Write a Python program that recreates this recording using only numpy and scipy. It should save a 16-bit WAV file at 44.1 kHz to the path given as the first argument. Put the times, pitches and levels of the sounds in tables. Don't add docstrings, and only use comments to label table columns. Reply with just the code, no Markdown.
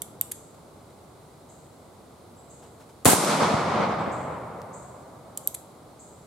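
import sys
import numpy as np
from scipy import signal
from scipy.fft import rfft, irfft, next_fast_len
from scipy.io import wavfile
from scipy.ndimage import map_coordinates

SR = 44100
rng = np.random.default_rng(int(sys.argv[2]) if len(sys.argv) > 2 else 0)


def pcm_store(signal):
    levels = np.round(np.clip(np.atleast_2d(signal), -1, 1) * 32767)
    wavfile.write(sys.argv[1], SR, levels.astype(np.int16).T)


N = 276066
SHOT_S = 3.0542


def amp(db):
    return 10 ** (np.asarray(db) / 20)


def unit(x):
    return x / np.sqrt(np.mean(x ** 2) + 1e-20)


def along(points, hz):
    point_hz, value = np.transpose(points)
    return np.interp(np.log(hz + 1), np.log(point_hz + 1), value)


def clock():
    return np.arange(N) / SR


def since_shot():
    return np.maximum(clock() - SHOT_S, 0)


def wobble(rate):
    knots = rng.standard_normal(int(N * rate / SR) + 4)
    return map_coordinates(knots, [np.arange(N) * rate / SR])


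def filtered(x, response):
    n = x.shape[-1]
    m = next_fast_len(n + SR // 8)
    spectrum = rfft(x, m) * response(np.fft.rfftfreq(m, 1 / SR))
    return irfft(spectrum, m)[..., :n]


def add(track, s, sound):
    room = track[..., max(round(s * SR), 0):][..., :sound.shape[-1]]
    room += sound[..., :room.shape[-1]]


def rush(spectrum, alike, size=N):
    def mid_side(hz):
        angle = np.arccos(np.clip(along(alike, hz), -1, 1)) / 2
        return amp(along(spectrum, hz)) * [np.cos(angle), np.sin(angle)]

    mid, side = filtered(rng.standard_normal((2, size)), mid_side)
    return unit(np.array([mid + side, mid - side]))


def trees(x, t60):
    t = np.arange(SR) / SR
    tail = rng.standard_normal((2, SR)) * amp(-60 * t / t60)
    tail = tail / np.linalg.norm(tail[0])
    return signal.fftconvolve(np.atleast_2d(x), tail, axes=1)[:, :N]


# frequency_hz, relative_level_db (per Hz)
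RUSH_COLOUR = [(20, -30), (45, -15), (80, -3), (145, -1), (185, -4), (400, -4.5), (700, -6.5), (1000, -11),
               (1300, -14), (1700, -24.5), (2300, -39), (4000, -72)]
# frequency_hz, relative_level_db (per Hz)
HISS_COLOUR = [(1400, -27), (2000, 3.5), (2700, -3), (4000, 2.5), (5700, -3.5), (8000, 0.5), (10000, -1),
               (13000, -6.5), (16000, -13)]
# frequency_hz, likeness (0 to 1)
AIR_COHERENCE = [(60, 1), (180, 0.9), (550, 0.75), (1650, 0.41), (4970, 0.35), (15000, 0.04)]
AIR_DB = -50.1
AIR_SETTLE_DB, AIR_SETTLE_S = 2.3, .3


def air(hiss_db=-61.5):
    level_db = AIR_DB + AIR_SETTLE_DB * np.exp(-clock() / AIR_SETTLE_S) + 0.26 * wobble(9)
    low_rush = amp(level_db) * rush(RUSH_COLOUR, AIR_COHERENCE)
    hiss = amp(hiss_db) * rush(HISS_COLOUR, AIR_COHERENCE)
    return (low_rush + hiss) * amp([[-.25], [.25]])


# first_notch_s, second_notch_s, cylinder_bolt_s, strength_db
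COCKING_CLICKS = [(.0190, .2122, .3181, 0), (5.3743, 5.4744, 5.5470, -.5)]
# rattle_db, ping_db, ping_hz, t60_s, knock_db
FIRST_NOTCH_IMPACT = (-21.5, -25.5, 7500, .014, -44.5)
SECOND_NOTCH_IMPACT = (-13.5, -2, 11800, .0052, -34)
BOLT_IMPACT = (-24.5, -27, 11300, .02, -38)
HAMMER_IMPACT = (-20, -33, 8500, .017, -40)
BOLT_TOUCH_S, BOLT_TOUCH_DB = .0035, -8
IGNITION_S = .0058


def contacts():
    hits = [(SHOT_S - IGNITION_S, 0, HAMMER_IMPACT)]
    for first, second, bolt, db in COCKING_CLICKS:
        hits.append((first, db, FIRST_NOTCH_IMPACT))
        hits.append((second, db, SECOND_NOTCH_IMPACT))
        hits.append((bolt - BOLT_TOUCH_S, db + BOLT_TOUCH_DB, BOLT_IMPACT))
        hits.append((bolt, db, BOLT_IMPACT))
    return hits


# frequency_hz, level_db, t60_s
FRAME_MODES = [(3150, -28, .04), (3500, -30, .05), (4600, -30, .04), (8350, -16.5, 0.073),
               (11500, -27, 0.088), (12870, -32, .1), (14650, -17, .026)]
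# frequency_hz, relative_level_db (per Hz)
RATTLE_COLOUR = [(500, -39), (1800, -22), (2200, -14), (2700, -15), (3400, -4), (4600, -7.5), (5500, -12.5),
                 (7200, 6.5), (11500, 5), (13500, 0), (16000, -18)]
# frequency_hz, relative_level_db (per Hz)
KNOCK_COLOUR = [(150, -23), (500, -6), (1300, -6), (2100, 1), (2700, -3.5), (3800, 0), (7000, -11),
                (16000, -39)]


def lock(after_db=-22.5, after_t60=0.056, ring_db=-5.5, wet_db=-6.5, ping_wet_db=-22, tail_t60=0.4,
         leaf_hz=10000):
    pings, action, t = np.zeros(N), np.zeros((2, N)), np.arange(SR // 5) / SR
    for s, db, (rattle_db, ping_db, ping_hz, t60, knock_db) in contacts():
        strike = amp(-60 * t / t60)
        rattle = amp(rattle_db) * rush(RATTLE_COLOUR, [(1000, 0.64)], size=len(t))
        knock = amp(knock_db) * rush(KNOCK_COLOUR, [(1000, 0.91)], size=len(t))
        settling = amp(after_db - 60 * t / after_t60)
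        noise = (rattle + knock) * (strike + settling)
        ring = np.zeros(len(t))
        for hz, level, life in FRAME_MODES:
            mode_db = level + rng.normal(0, 0.95)
            ring += amp(mode_db - 60 * t / life) * np.sin(2 * np.pi * hz * t)
        contact = amp(db) * (1 - np.exp(-t / 0.000061))
        add(pings, s, amp(ping_db) * contact * strike * np.sin(2 * np.pi * ping_hz * t))
        add(action, s, contact * (noise + amp(rattle_db + ring_db) * ring))
    scattered = filtered(action.mean(0), lambda hz: amp(wet_db) / np.sqrt(1 + (hz / leaf_hz) ** 4))
    scattered = scattered + amp(ping_wet_db) * pings
    direct = (pings + action) * amp([[-.7], [.7]])
    return direct + trees(scattered, tail_t60)


# start_s, level_db
CHIP_NOTES = [(.339, -42), (1.487, -44.5), (2.495, -41.5), (4.114, -39), (4.729, -37.5), (5.429, -43),
              (5.99, -39.5)]
# start_hz, top_hz, length_s
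CHIP_SHAPE = (6080, 8550, .017)
# start_s, level_db
LISP_NOTES = [(2.359, -52), (3.98, -54)]
# start_hz, top_hz, length_s
LISP_SHAPE = (7400, 7900, .045)


def bird(direct_db=-18, tail_t60=0.94, bend=1.36):
    song = np.zeros(N)
    for notes, (start_hz, top_hz, length) in ((CHIP_NOTES, CHIP_SHAPE), (LISP_NOTES, LISP_SHAPE)):
        u = np.linspace(0, 1, int(length * SR))
        pitch_hz = top_hz - (top_hz - start_hz) * (1 - u) ** bend
        swell = np.sqrt(np.abs(np.sin(np.pi * u)))
        note = swell * np.sin(2 * np.pi * np.cumsum(pitch_hz) / SR)
        for s, db in notes:
            add(song, s, amp(db) * note)
    return amp(direct_db) * song + trees(song, tail_t60)


# start_s, level_db, length_s
TICKS_AND_SCUFFS = [(0.543, -56, 0.0035), (0.906, -55, .001), (2.619, -53.5, 0.017), (2.796, -52.5, 0.014),
                    (2.889, -54.5, 0.0087), (3.247, -20, 0.00075), (4.618, -33, 0.0001)]
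# frequency_hz, relative_level_db (per Hz)
TICK_COLOUR = [(200, -6), (900, 12), (2000, -2), (4000, -5.5), (9000, -5), (16000, -15)]


def ticks_and_scuffs(dull_cycles=140):
    out, t = np.zeros((2, N)), np.arange(SR // 5) / SR
    for s, db, length in TICKS_AND_SCUFFS:
        u = t / max(length, 1e-4)
        noise = rush(TICK_COLOUR, [(1000, .7)], size=len(t))
        grit = filtered(noise, lambda hz: 1 / np.hypot(1, hz * length / dull_cycles))
        add(out, s, amp(db) * u * np.exp(1 - u) * grit)
    return out


# start_s, peak_db (before filtering), push_s
BLAST_WAVES = [(3.0558, 6, .00036), (3.0625, 0, .0019), (3.0875, 3.5, .0005), (3.133, 1.5, .00075),
               (3.239, -4, .0005), (3.421, -4, .0007), (3.54, -5.5, .0016), (3.8, -9, .0012),
               (4.077, -11.5, .00086)]


def blast(soft_hz=1100, low_hz=90, ear_s=0.00042):
    out, t = np.zeros((2, N)), np.arange(SR // 20) / SR
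    for k, (s, db, push) in enumerate(BLAST_WAVES):
        u = t / max(push, 1e-4)
        wave = amp(db) * (1 - u) * np.exp(-u)
        lag = ear_s * rng.uniform(-1.15, 1) * (k > 0)
        add(out[0], s - lag, wave)
        add(out[1], s + lag, wave)
    out = signal.sosfilt(signal.butter(2, soft_hz, fs=SR, output="sos"), out)
    return signal.sosfilt(signal.butter(4, low_hz, "high", fs=SR, output="sos"), out)


# frequency_hz, relative_level_db (per Hz)
CRASH_COLOUR = [(55, -44), (110, -15), (230, 1), (380, -10.5), (720, -1.5), (1300, -8.5), (2000, -13.5),
                (5500, -17.5), (8000, -9.5), (11000, -11.5), (16000, -22)]
# frequency_hz, likeness (0 to 1)
NEAR_COHERENCE = [(100, 0.59), (600, 0.52), (2000, 0.61), (5000, 0.23), (15000, 0.11)]
NEAR_DB, NEAR_FALL_DB_PER_S = -12.8, 97
NEAR_HOLD_S, NEAR_T60_S = .08, .17


def crash(crack_db=6, crack_s=0.0035, attack_s=0.00077, sizzle_db=-23, sizzle_t60=1.0, sizzle_hz=6000,
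          sizzle_top_hz=10800):
    age = since_shot()
    crack = crack_db * np.exp(-age / crack_s)
    level_db = NEAR_DB - NEAR_FALL_DB_PER_S * age + crack + 1.0 * wobble(250)
    fade_db = -60 * np.maximum(age - NEAR_HOLD_S, 0) / NEAR_T60_S
    trunks = amp(level_db + fade_db) * rush(CRASH_COLOUR, NEAR_COHERENCE)

    def treble_band(hz):
        return hz ** 4 / (hz ** 4 + sizzle_hz ** 4) / np.hypot(1, (hz / sizzle_top_hz) ** 6)

    leaves = unit(filtered(rush(CRASH_COLOUR, NEAR_COHERENCE), treble_band))
    sizzle = amp(sizzle_db - 60 * age / sizzle_t60) * leaves
    return np.clip(age / attack_s, 0, 1) * (trunks + sizzle)


# frequency_hz, relative_level_db (per Hz)
ROLL_COLOUR = [(70, -37), (120, -8.5), (165, 3.5), (235, -.5), (330, -4.5), (550, -1.5), (1200, -1.5),
               (1750, -12), (2200, -10), (2750, -14.5), (3800, -10), (8500, -9.3), (11000, -15.5),
               (16000, -36)]
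# frequency_hz, likeness (0 to 1)
FAR_COHERENCE = [(60, 1), (130, 1), (260, 0.93), (640, 0.8), (1410, 0.58), (3100, 0.64), (6820, 0.22),
                 (15000, 0.18)]
# frequency_hz, loss_db_per_s
ABSORPTION = [(100, 2), (200, 2.5), (600, -2), (1200, 1), (2200, 5.5), (4200, 19), (8000, 35.5),
              (16000, 66)]
# delay_s (after the shot), lift_db, half_width_s
TREE_STANDS = [(.39, 4.7, .105), (.77, 2.3, .07)]
ROLL_DB, ROLL_HOLD_S, ROLL_FALL_DB_PER_S = -22.7, .83, 22
LINGER_DB, LINGER_FALL_DB_PER_S = -14, 10


def roll(build_s=0.046, clump_db=0.4, lump_db=0.9, swell_hz=4000):
    hz, t, z = signal.stft(rush(ROLL_COLOUR, FAR_COHERENCE), SR, nperseg=512)
    travel = np.maximum(t - SHOT_S, 0)
    loss_db = along(ABSORPTION, hz)[:, None] * travel
    swell_db = sum(lift * np.exp(-((travel - delay) / width) ** 2) for delay, lift, width in TREE_STANDS)
    dull = 1 / np.hypot(1, hz / swell_hz)[:, None]
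    echoes = signal.istft(z * amp(dull * swell_db - loss_db), SR, nperseg=512)[1][:, :N]
    age = since_shot()
    late = np.maximum(age - ROLL_HOLD_S, 0)
    fade = np.hypot(amp(-ROLL_FALL_DB_PER_S * late), amp(LINGER_DB - LINGER_FALL_DB_PER_S * late))
    uneven_db = clump_db * wobble(120) + lump_db * wobble(25)
    build = np.clip(age / build_s, 0, 1) ** 2
    return build * fade * amp(ROLL_DB + uneven_db) * echoes


# frequency_hz, relative_level_db (per Hz)
BOOM_COLOUR = [(25, -34), (45, -24), (75, -4.5), (130, 4.5), (200, -5), (300, -23), (600, -72)]
BOOM_DB, BOOM_RISE_S, BOOM_FALL_DB_PER_S = -37, .68, 15


def boom(swell_power=1.6):
    age = since_shot()
    rise = np.clip(age / BOOM_RISE_S, 0, 1) ** swell_power
    level_db = BOOM_DB - BOOM_FALL_DB_PER_S * np.maximum(age - BOOM_RISE_S, 0)
    return rise * amp(level_db) * rush(BOOM_COLOUR, FAR_COHERENCE)


def scene():
    return air() + lock() + bird() + ticks_and_scuffs() + blast() + crash() + roll() + boom()


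TOP_HZ = 16000


def record(dry):
    rounded = dry / (1 + np.abs(dry / .95) ** 6) ** (1 / 6)
    return filtered(rounded, lambda hz: np.clip((TOP_HZ - hz) / 400 + .5, 0, 1))


dry = scene()
out = record(dry)
pcm_store(out)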